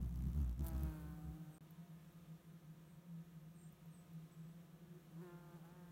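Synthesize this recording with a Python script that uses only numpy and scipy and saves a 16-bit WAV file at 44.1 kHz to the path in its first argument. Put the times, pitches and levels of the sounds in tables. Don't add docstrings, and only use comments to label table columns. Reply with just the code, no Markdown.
import sys
import numpy as np
from scipy import signal
from scipy.fft import rfft, irfft, next_fast_len
from scipy.io import wavfile
from scipy.ndimage import uniform_filter1d

SR = 44100
rng = np.random.default_rng(int(sys.argv[2]) if len(sys.argv) > 2 else 0)


def put_to_file(sound):
    columns = np.atleast_2d(sound).T
    safe = np.clip(columns, -1, 1)
    whole_steps = np.round(safe * 32767)
    wavfile.write(sys.argv[1], SR, whole_steps.astype(np.int16))


N = 260631
TIME = np.arange(N) / SR
DROPOUT_START_S, DROPOUT_END_S = 1.5825, 1.607


def from_db(db):
    return 10 ** (np.asarray(db) / 20)


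def unit(x):
    return x / np.sqrt(np.mean(x ** 2))


def curves(table):
    times, *columns = np.transpose(table)
    return [np.interp(TIME, times, column) for column in columns]


def bell(peak_s, width_s):
    return np.exp(-((TIME - peak_s) / width_s) ** 2)


def wander(rate):
    held = np.repeat(rng.standard_normal(int(rate * N / SR) + 3), 8)
    smooth = uniform_filter1d(uniform_filter1d(held, size=8), size=8)
    return np.interp(TIME * rate, np.arange(len(smooth)) / 8, unit(smooth))


def colour(x, points):
    hz, db = np.transpose(points)
    size = next_fast_len(N + SR // 10, real=True)
    log_hz = np.log(np.fft.rfftfreq(size, 1 / SR) + 1)
    gain = from_db(np.interp(log_hz, np.log(hz), db))
    return irfft(rfft(x, size) * unit(gain), size)[:N]


def noise(points):
    return colour(rng.standard_normal(N), points)


def phase_of(hz):
    return 2 * np.pi * np.cumsum(hz) / SR


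def tone(phase):
    return np.sqrt(2) * np.cos(phase)


def bursts(events, decay_s):
    envelope = np.zeros(N)
    for start_s, db in events:
        start = int(start_s * SR)
        envelope[start:] += from_db(db) * np.exp(-TIME[:N - start] / decay_s)
    return envelope * rng.standard_normal(N)


def air(rumble_db=-71, hiss_db=-84):
    # frequency in Hz, relative level in dB.
    rumble_colour = [(20, -19), (35, -7), (60, 3.5), (110, -3.5), (190, -9.5), (260, -4), (450, -6.5),
                     (800, -14), (1300, -14), (2000, -17.5), (3700, -19.5), (4900, -27), (5600, -23.5),
                     (10400, -26)]
    hiss_colour = [(9000, -23), (10500, -36), (11300, 8.5), (16000, 5.5)]
    rumble = from_db(rumble_db + 0.66 * wander(4.45)) * noise(rumble_colour)
    return rumble + from_db(hiss_db) * noise(hiss_colour)


def high_ticks(gain_db=-5):
    # start in seconds, relative level in dB.
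    tick_events = [(1.708, -53), (2.1256, -60), (3.7249, -56), (3.858, -60), (4.133, -61)]
    # frequency in Hz, relative level in dB.
    tick_colour = [(3000, -33), (9500, -21), (11500, 5), (14000, 9), (16000, 4)]
    return colour(from_db(gain_db) * bursts(tick_events, decay_s=0.002), tick_colour)


def bird(warble=0.01, echo_decay_s=0.031, gain_db=-3):
    # start and length in seconds, first and last pitch in Hz, relative level in dB.
    notes = [(1.15, 0.13, 7540, 7900, -88), (1.52, 0.069, 8500, 8510, -73.5), (1.534, .06, 7520, 7570, -86),
             (2.418, 0.12, 8750, 8750, -90), (2.841, .13, 8540, 8050, -85), (3.537, 0.16, 8430, 8400, -76),
             (3.57, 0.11, 7480, 7250, -82), (3.908, 0.067, 8640, 7940, -77),
             (3.934, 0.094, 8160, 7960, -78), (4.307, .05, 8100, 7640, -79.5), (4.34, 0.2, 7800, 7830, -88)]
    song = np.zeros(N)
    for start, length, first_hz, last_hz, db in notes:
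        progress = np.clip((TIME - start) / length, 0, 1)
        hz = (first_hz + (last_hz - first_hz) * progress) * (1 + warble * wander(250))
        song += from_db(db) * np.sqrt(4 * progress * (1 - progress)) * tone(phase_of(hz))
    tail = rng.standard_normal(SR // 2) * np.exp(-TIME[:SR // 2] / echo_decay_s)
    echo = signal.fftconvolve(song, tail / np.linalg.norm(tail))[:N]
    heard = (TIME < DROPOUT_START_S) | (TIME > DROPOUT_END_S + 0.5)
    return from_db(gain_db) * (song + echo) * heard


def distant_buzz(buzz_db=-58.5, drift=0.012):
    wingbeats = [168, 173.4, 174.6, 179.6]
    # multiple of the wingbeat, relative level in dB.
    overtones = [(2, -23), (3, -26), (4, -27.5), (5, -36.5), (6, -32.5), (7, -33.5), (8, -38), (9, -38),
                 (10, -35.5)]
    # pitch in Hz, level in dB.
    drone_tones = [(100, -89), (314, -84), (942, -92.5), (1256, -91)]
    buzz, drone = 0, 0
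    for hz in wingbeats:
        phase = phase_of(hz * (1 + drift * wander(5) + 0.00498 * wander(50)))
        buzz += sum(from_db(db + 3.8 * wander(9)) * tone(k * phase) for k, db in overtones)
    for hz, db in drone_tones:
        drone += from_db(db + 4 * wander(4.9)) * tone(phase_of(hz * (1 + 0.004 * wander(10))))
    return from_db(buzz_db) * buzz / np.sqrt(len(wingbeats)) + drone


def distant_hum(swell_gain_db=-0.5, swell_edge_s=0.014, murmur_db=-70, drift=0.01517):
    wingbeats = [153.6, 159.3, 163.1, 165.6, 170.9]
    # time in seconds, level in dB.
    hum_levels = [(0, -53.5), (.8, -54), (1.7, -61.5), (2.7, -61), (4.6, -59), (5.9, -62.5)]
    # start and length in seconds, relative level in dB, wingbeat in Hz.
    swell_events = [(1.049, 0.087, -52, 162.9), (1.188, 0.16, -51.5, 160.4), (1.4, 0.042, -51, 165.3),
                    (1.479, 0.023, -53.5, 154.7), (1.78, 0.044, -53, 165.7), (1.91, 0.032, -54, 160.3),
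                    (2.293, 0.056, -53, 161.3), (2.969, 0.024, -55, 159.1), (3.094, 0.04, -52.5, 168.7),
                    (3.153, 0.072, -50, 164.6), (3.355, 0.031, -53, 162), (3.869, 0.05, -52.5, 161.8),
                    (4.14, 0.052, -50, 162.3), (4.38, 0.053, -52, 163), (4.484, 0.025, -54.5, 164.8),
                    (4.55, 0.03, -54.5, 169), (4.815, 0.03, -55, 168.2), (4.903, 0.026, -53.5, 168.0),
                    (5.159, 0.057, -51, 166.6), (5.545, 0.027, -54.5, 163.4)]
    # frequency in Hz, relative level in dB.
    murmur_colour = [(90, -30), (135, -7.5), (155, -8), (185, -0.5), (205, -7.5), (240, -19.5), (400, -48),
                     (1000, -70)]
    chorus = sum(tone(phase_of(hz * (1 + drift * wander(6)))) for hz in wingbeats)
    pulsing = from_db(curves(hum_levels)[0]) * unit(chorus)
    swells, in_step = 0, 0
    for start, length, db, hz in swell_events:
        shape = bell(start + length / 2, length / 2 + swell_edge_s)
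        phase = 2 * np.pi * hz * TIME + rng.uniform(0, 2 * np.pi)
        swells += from_db(db + swell_gain_db) * shape * tone(phase)
        in_step = np.maximum(in_step, shape)
    return (1 - in_step) * pulsing + swells + from_db(murmur_db) * noise(murmur_colour)


def bee(flight, harmonics, low_tone_db, rasp_db, wash_db, flutter_db, jitter, swerve_jitter, blur):
    # frequency in Hz, relative level in dB.
    wash_colour = [(100, -22), (350, 5), (900, -3.5), (1600, -4.5), (2000, -19), (3000, -15), (4200, -15.5),
                   (4900, -20), (9000, -17.5), (15000, -15.5)]
    full_swerve_hz_per_s, fade_s = 220, 0.048
    hz, body_db, buzz_db = curves(flight)
    hz_per_s = uniform_filter1d(np.abs(np.gradient(hz)) * SR, size=2400)
    swerve = np.clip(hz_per_s / full_swerve_hz_per_s, 0, 1)
    phase = phase_of(hz * (1 + (jitter + swerve_jitter * swerve ** 2) * wander(70)))
    multiples = np.arange(3, 33)
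    rasp = 0
    for k, db in zip(multiples, np.interp(multiples, *np.transpose(harmonics))):
        rasp += from_db(db + flutter_db * wander(7)) * tone(k * phase + rng.uniform(0, 2 * np.pi))
    rasp = unit(rasp) * from_db(blur * (buzz_db - buzz_db.max()))
    wash = (1 + swerve) * (1 + 0.65 * np.cos(phase)) * noise(wash_colour)
    buzz = from_db(rasp_db) * rasp + from_db(wash_db) * wash
    body = from_db(low_tone_db) * tone(phase) + tone(2 * phase)
    inside_flight_s = np.minimum(TIME - flight[0][0], flight[-1][0] - TIME)
    fade = np.clip(1 + inside_flight_s / fade_s, 0, 1)
    return (from_db(body_db) * body + from_db(buzz_db) * buzz) * fade


def passing_bee():
    # time in seconds, wingbeat in Hz, second harmonic in dB, relative buzz level in dB.
    flight = [(0.63, 164.1, -59, -71), (0.652, 165.8, -58.5, -64.5), (0.754, 159.9, -61.5, -66),
              (0.868, 157.8, -55.5, -64), (1.04, 150.7, -62.5, -67.5), (1.33, 151, -64, -71.5),
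              (1.37, 156.1, -61, -73), (1.458, 151.7, -69.5, -72.5), (1.58, 156, -67, -72.5)]
    # multiple of the wingbeat, relative level in dB.
    harmonics = [(3, -3.5), (4, 1), (5, 3), (6, -0.5), (7, -7.5), (8, -2.5), (9, -4.5), (10, -3.5),
                 (11, -12.5), (13, -16.5), (16, -14.5), (18, -23), (24, -26), (29, -24), (32, -34)]
    return bee(flight, harmonics, low_tone_db=-4.5, rasp_db=1.5, wash_db=-4, flutter_db=2.8,
               jitter=0.0025, swerve_jitter=0.0118, blur=0.5)


def swerving_bee():
    # time in seconds, wingbeat in Hz, second harmonic in dB, relative buzz level in dB.
    flight = [(4.7, 174.3, -87, -89), (4.746, 179.2, -79, -90), (4.922, 176.7, -70, -89),
              (4.976, 179.7, -63, -75), (5.006, 176.9, -83, -94), (5.154, 153.6, -71, -82),
              (5.228, 180.7, -58.5, -69), (5.298, 174.0, -60.5, -67.5), (5.42, 174.7, -71, -71.5),
              (5.562, 172.2, -65.5, -71.5), (5.612, 151.7, -88, -80), (5.646, 163.7, -71, -71),
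              (5.744, 180.6, -71, -74.5), (5.91, 174.7, -69.5, -72.5)]
    # multiple of the wingbeat, relative level in dB.
    harmonics = [(3, 2), (4, -0.5), (5, 3.5), (6, 1.5), (7, 0), (8, -3), (9, -2), (10, -3.5), (11, -12),
                 (14, -17), (26, -35), (32, -38)]
    return bee(flight, harmonics, low_tone_db=-3, rasp_db=2, wash_db=-8, flutter_db=2.5,
               jitter=0.002, swerve_jitter=0.014, blur=0.12)


def dry_plant(brush_db=-5, grain_db=3):
    # peak time in seconds, relative level in dB, rise and fall times in seconds.
    rustles = [(.38, -74, 0.96, 0.14), (.675, -56.5, 0.026, 0.013), (.8, -69.5, .08, 0.39)]
    # start in seconds, relative level in dB.
    brush_events = [(.639, -52), (.645, -41), (.651, -49), (.656, -53), (.6655, -33), (.6705, -36),
                    (.678, -46), (.6835, -35), (.690, -38), (.834, -40)]
    # frequency in Hz, relative level in dB.
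    rustle_colour = [(600, -40), (1500, -15), (3300, -14), (4900, -15.5), (6000, -13), (10000, -7),
                     (12000, -3), (15500, -1)]
    shapes = [from_db(db) * np.exp(np.minimum((TIME - peak) / rise, (peak - TIME) / fall))
              for peak, db, rise, fall in rustles]
    stir = np.linalg.norm(shapes, axis=0) * (TIME < DROPOUT_START_S)
    rustle = rng.standard_normal(N) * stir * from_db(grain_db * wander(500))
    brushes = from_db(brush_db) * bursts(brush_events, decay_s=0.00086)
    return colour(rustle + brushes, rustle_colour)


def moth(pulse_db=-1.9, overtone_db=1.5, wash_db=-21, tick_db=-2, jitter=0.012, roughness=0.66):
    # peak time in seconds, half-length in seconds before widening, top wingbeat in Hz,
    # then the relative levels in dB of the stroke, the overtones and the ticks.
    spurts = [(0.022, 0.065, 64.26, -40.5, -57.5, -72), (0.194, 0.097, 63.5, -42, -57, -70.5),
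              (0.267, 0.029, 69.4, -40, -55, -81), (0.335, .02, 58, -49, -64, -72.5),
              (.39, 0.053, 74.8, -35, -55.5, -75.5), (0.479, 0.053, 61.1, -39, -60.5, -74),
              (.612, .036, 71.87, -38, -52, -70.5), (0.683, .03, 58.83, -48, -63, -73),
              (0.749, .035, 65.7, -38.5, -56.5, -72), (0.833, 0.0567, 70.1, -39.5, -58, -71.5),
              (1.057, 0.082, 69.8, -51.5, -69, -92), (1.272, 0.04, 71.8, -47.5, -64.5, -86)]
    # multiple of the wingbeat, relative level in dB.
    overtone_levels = [(2, 6), (3, 1), (4, -7.5), (5, -14.5), (6, -22.5)]
    # frequency in Hz, relative level in dB.
    wash_colour = [(40, -28), (95, 23), (200, 14.5), (330, 13.5), (480, -4), (700, 3), (1200, -1.5),
                   (2000, -16.5), (3500, -17), (4800, -24), (6000, -17.5), (15000, -48)]
    tick_colour = [(500, -7), (2500, -0.5), (4900, -3), (6000, 1), (10400, -1.5), (13000, 1.5), (16000, -1)]
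    coasting_hz, widening, tick_decay_s = 55.8, 1.15, 0.00038
    push_lag_s = 0.016
    peaks, widths, top_hz, strokes_db, overtones_db, ticks_db = np.transpose(spurts)[:, :, None]
    effort = bell(peaks, widths * widening)
    push = bell(peaks + push_lag_s, widths * widening)
    stroke_gain = np.linalg.norm(from_db(strokes_db) * push, axis=0)
    overtone_gain = np.linalg.norm(from_db(overtones_db) * effort, axis=0)
    tick_gain = np.linalg.norm(from_db(ticks_db) * effort, axis=0)
    beat_hz = coasting_hz + np.max((top_hz - coasting_hz) * effort, axis=0)
    phase = phase_of(beat_hz * (1 + jitter * wander(60.4)))
    overtones = 0
    for k, db in overtone_levels:
        level = from_db(db + 2.4 * wander(45))
        overtones += level * tone(k * phase + np.pi / 2 + roughness * wander(40))
    wash = (1 + 0.5 * np.cos(phase)) * noise(wash_colour)
    strokes = stroke_gain * (from_db(pulse_db) * tone(phase) + from_db(wash_db) * wash)
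    since_tick_s = (phase + np.pi / 4) / (2 * np.pi) % 1 / beat_hz
    ticks = unit(np.exp(-since_tick_s / tick_decay_s) * rng.standard_normal(N))
    ticks *= tick_gain * from_db(tick_db + 2 * wander(48))
    return strokes + from_db(overtone_db) * overtone_gain * overtones + colour(ticks, tick_colour)


def scene():
    nearby = moth() + dry_plant() + high_ticks() + passing_bee() + swerving_bee()
    return (nearby + distant_hum() + distant_buzz() + bird() + air())[None]


def record(dry):
    fade_in_s, dropout_db, cutoff_hz = 0.005, -35.5, 15800
    dropout = (TIME > DROPOUT_START_S) & (TIME < DROPOUT_END_S)
    gain = uniform_filter1d(np.where(dropout, from_db(dropout_db), 1.0), size=24)
    gain *= np.minimum(TIME / fade_in_s, 1)
    low_pass = signal.ellip(10, 0.2, 70, cutoff_hz, fs=SR, output="sos")
    return signal.sosfilt(low_pass, dry * gain)


dry = scene()
out = record(dry)
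put_to_file(out)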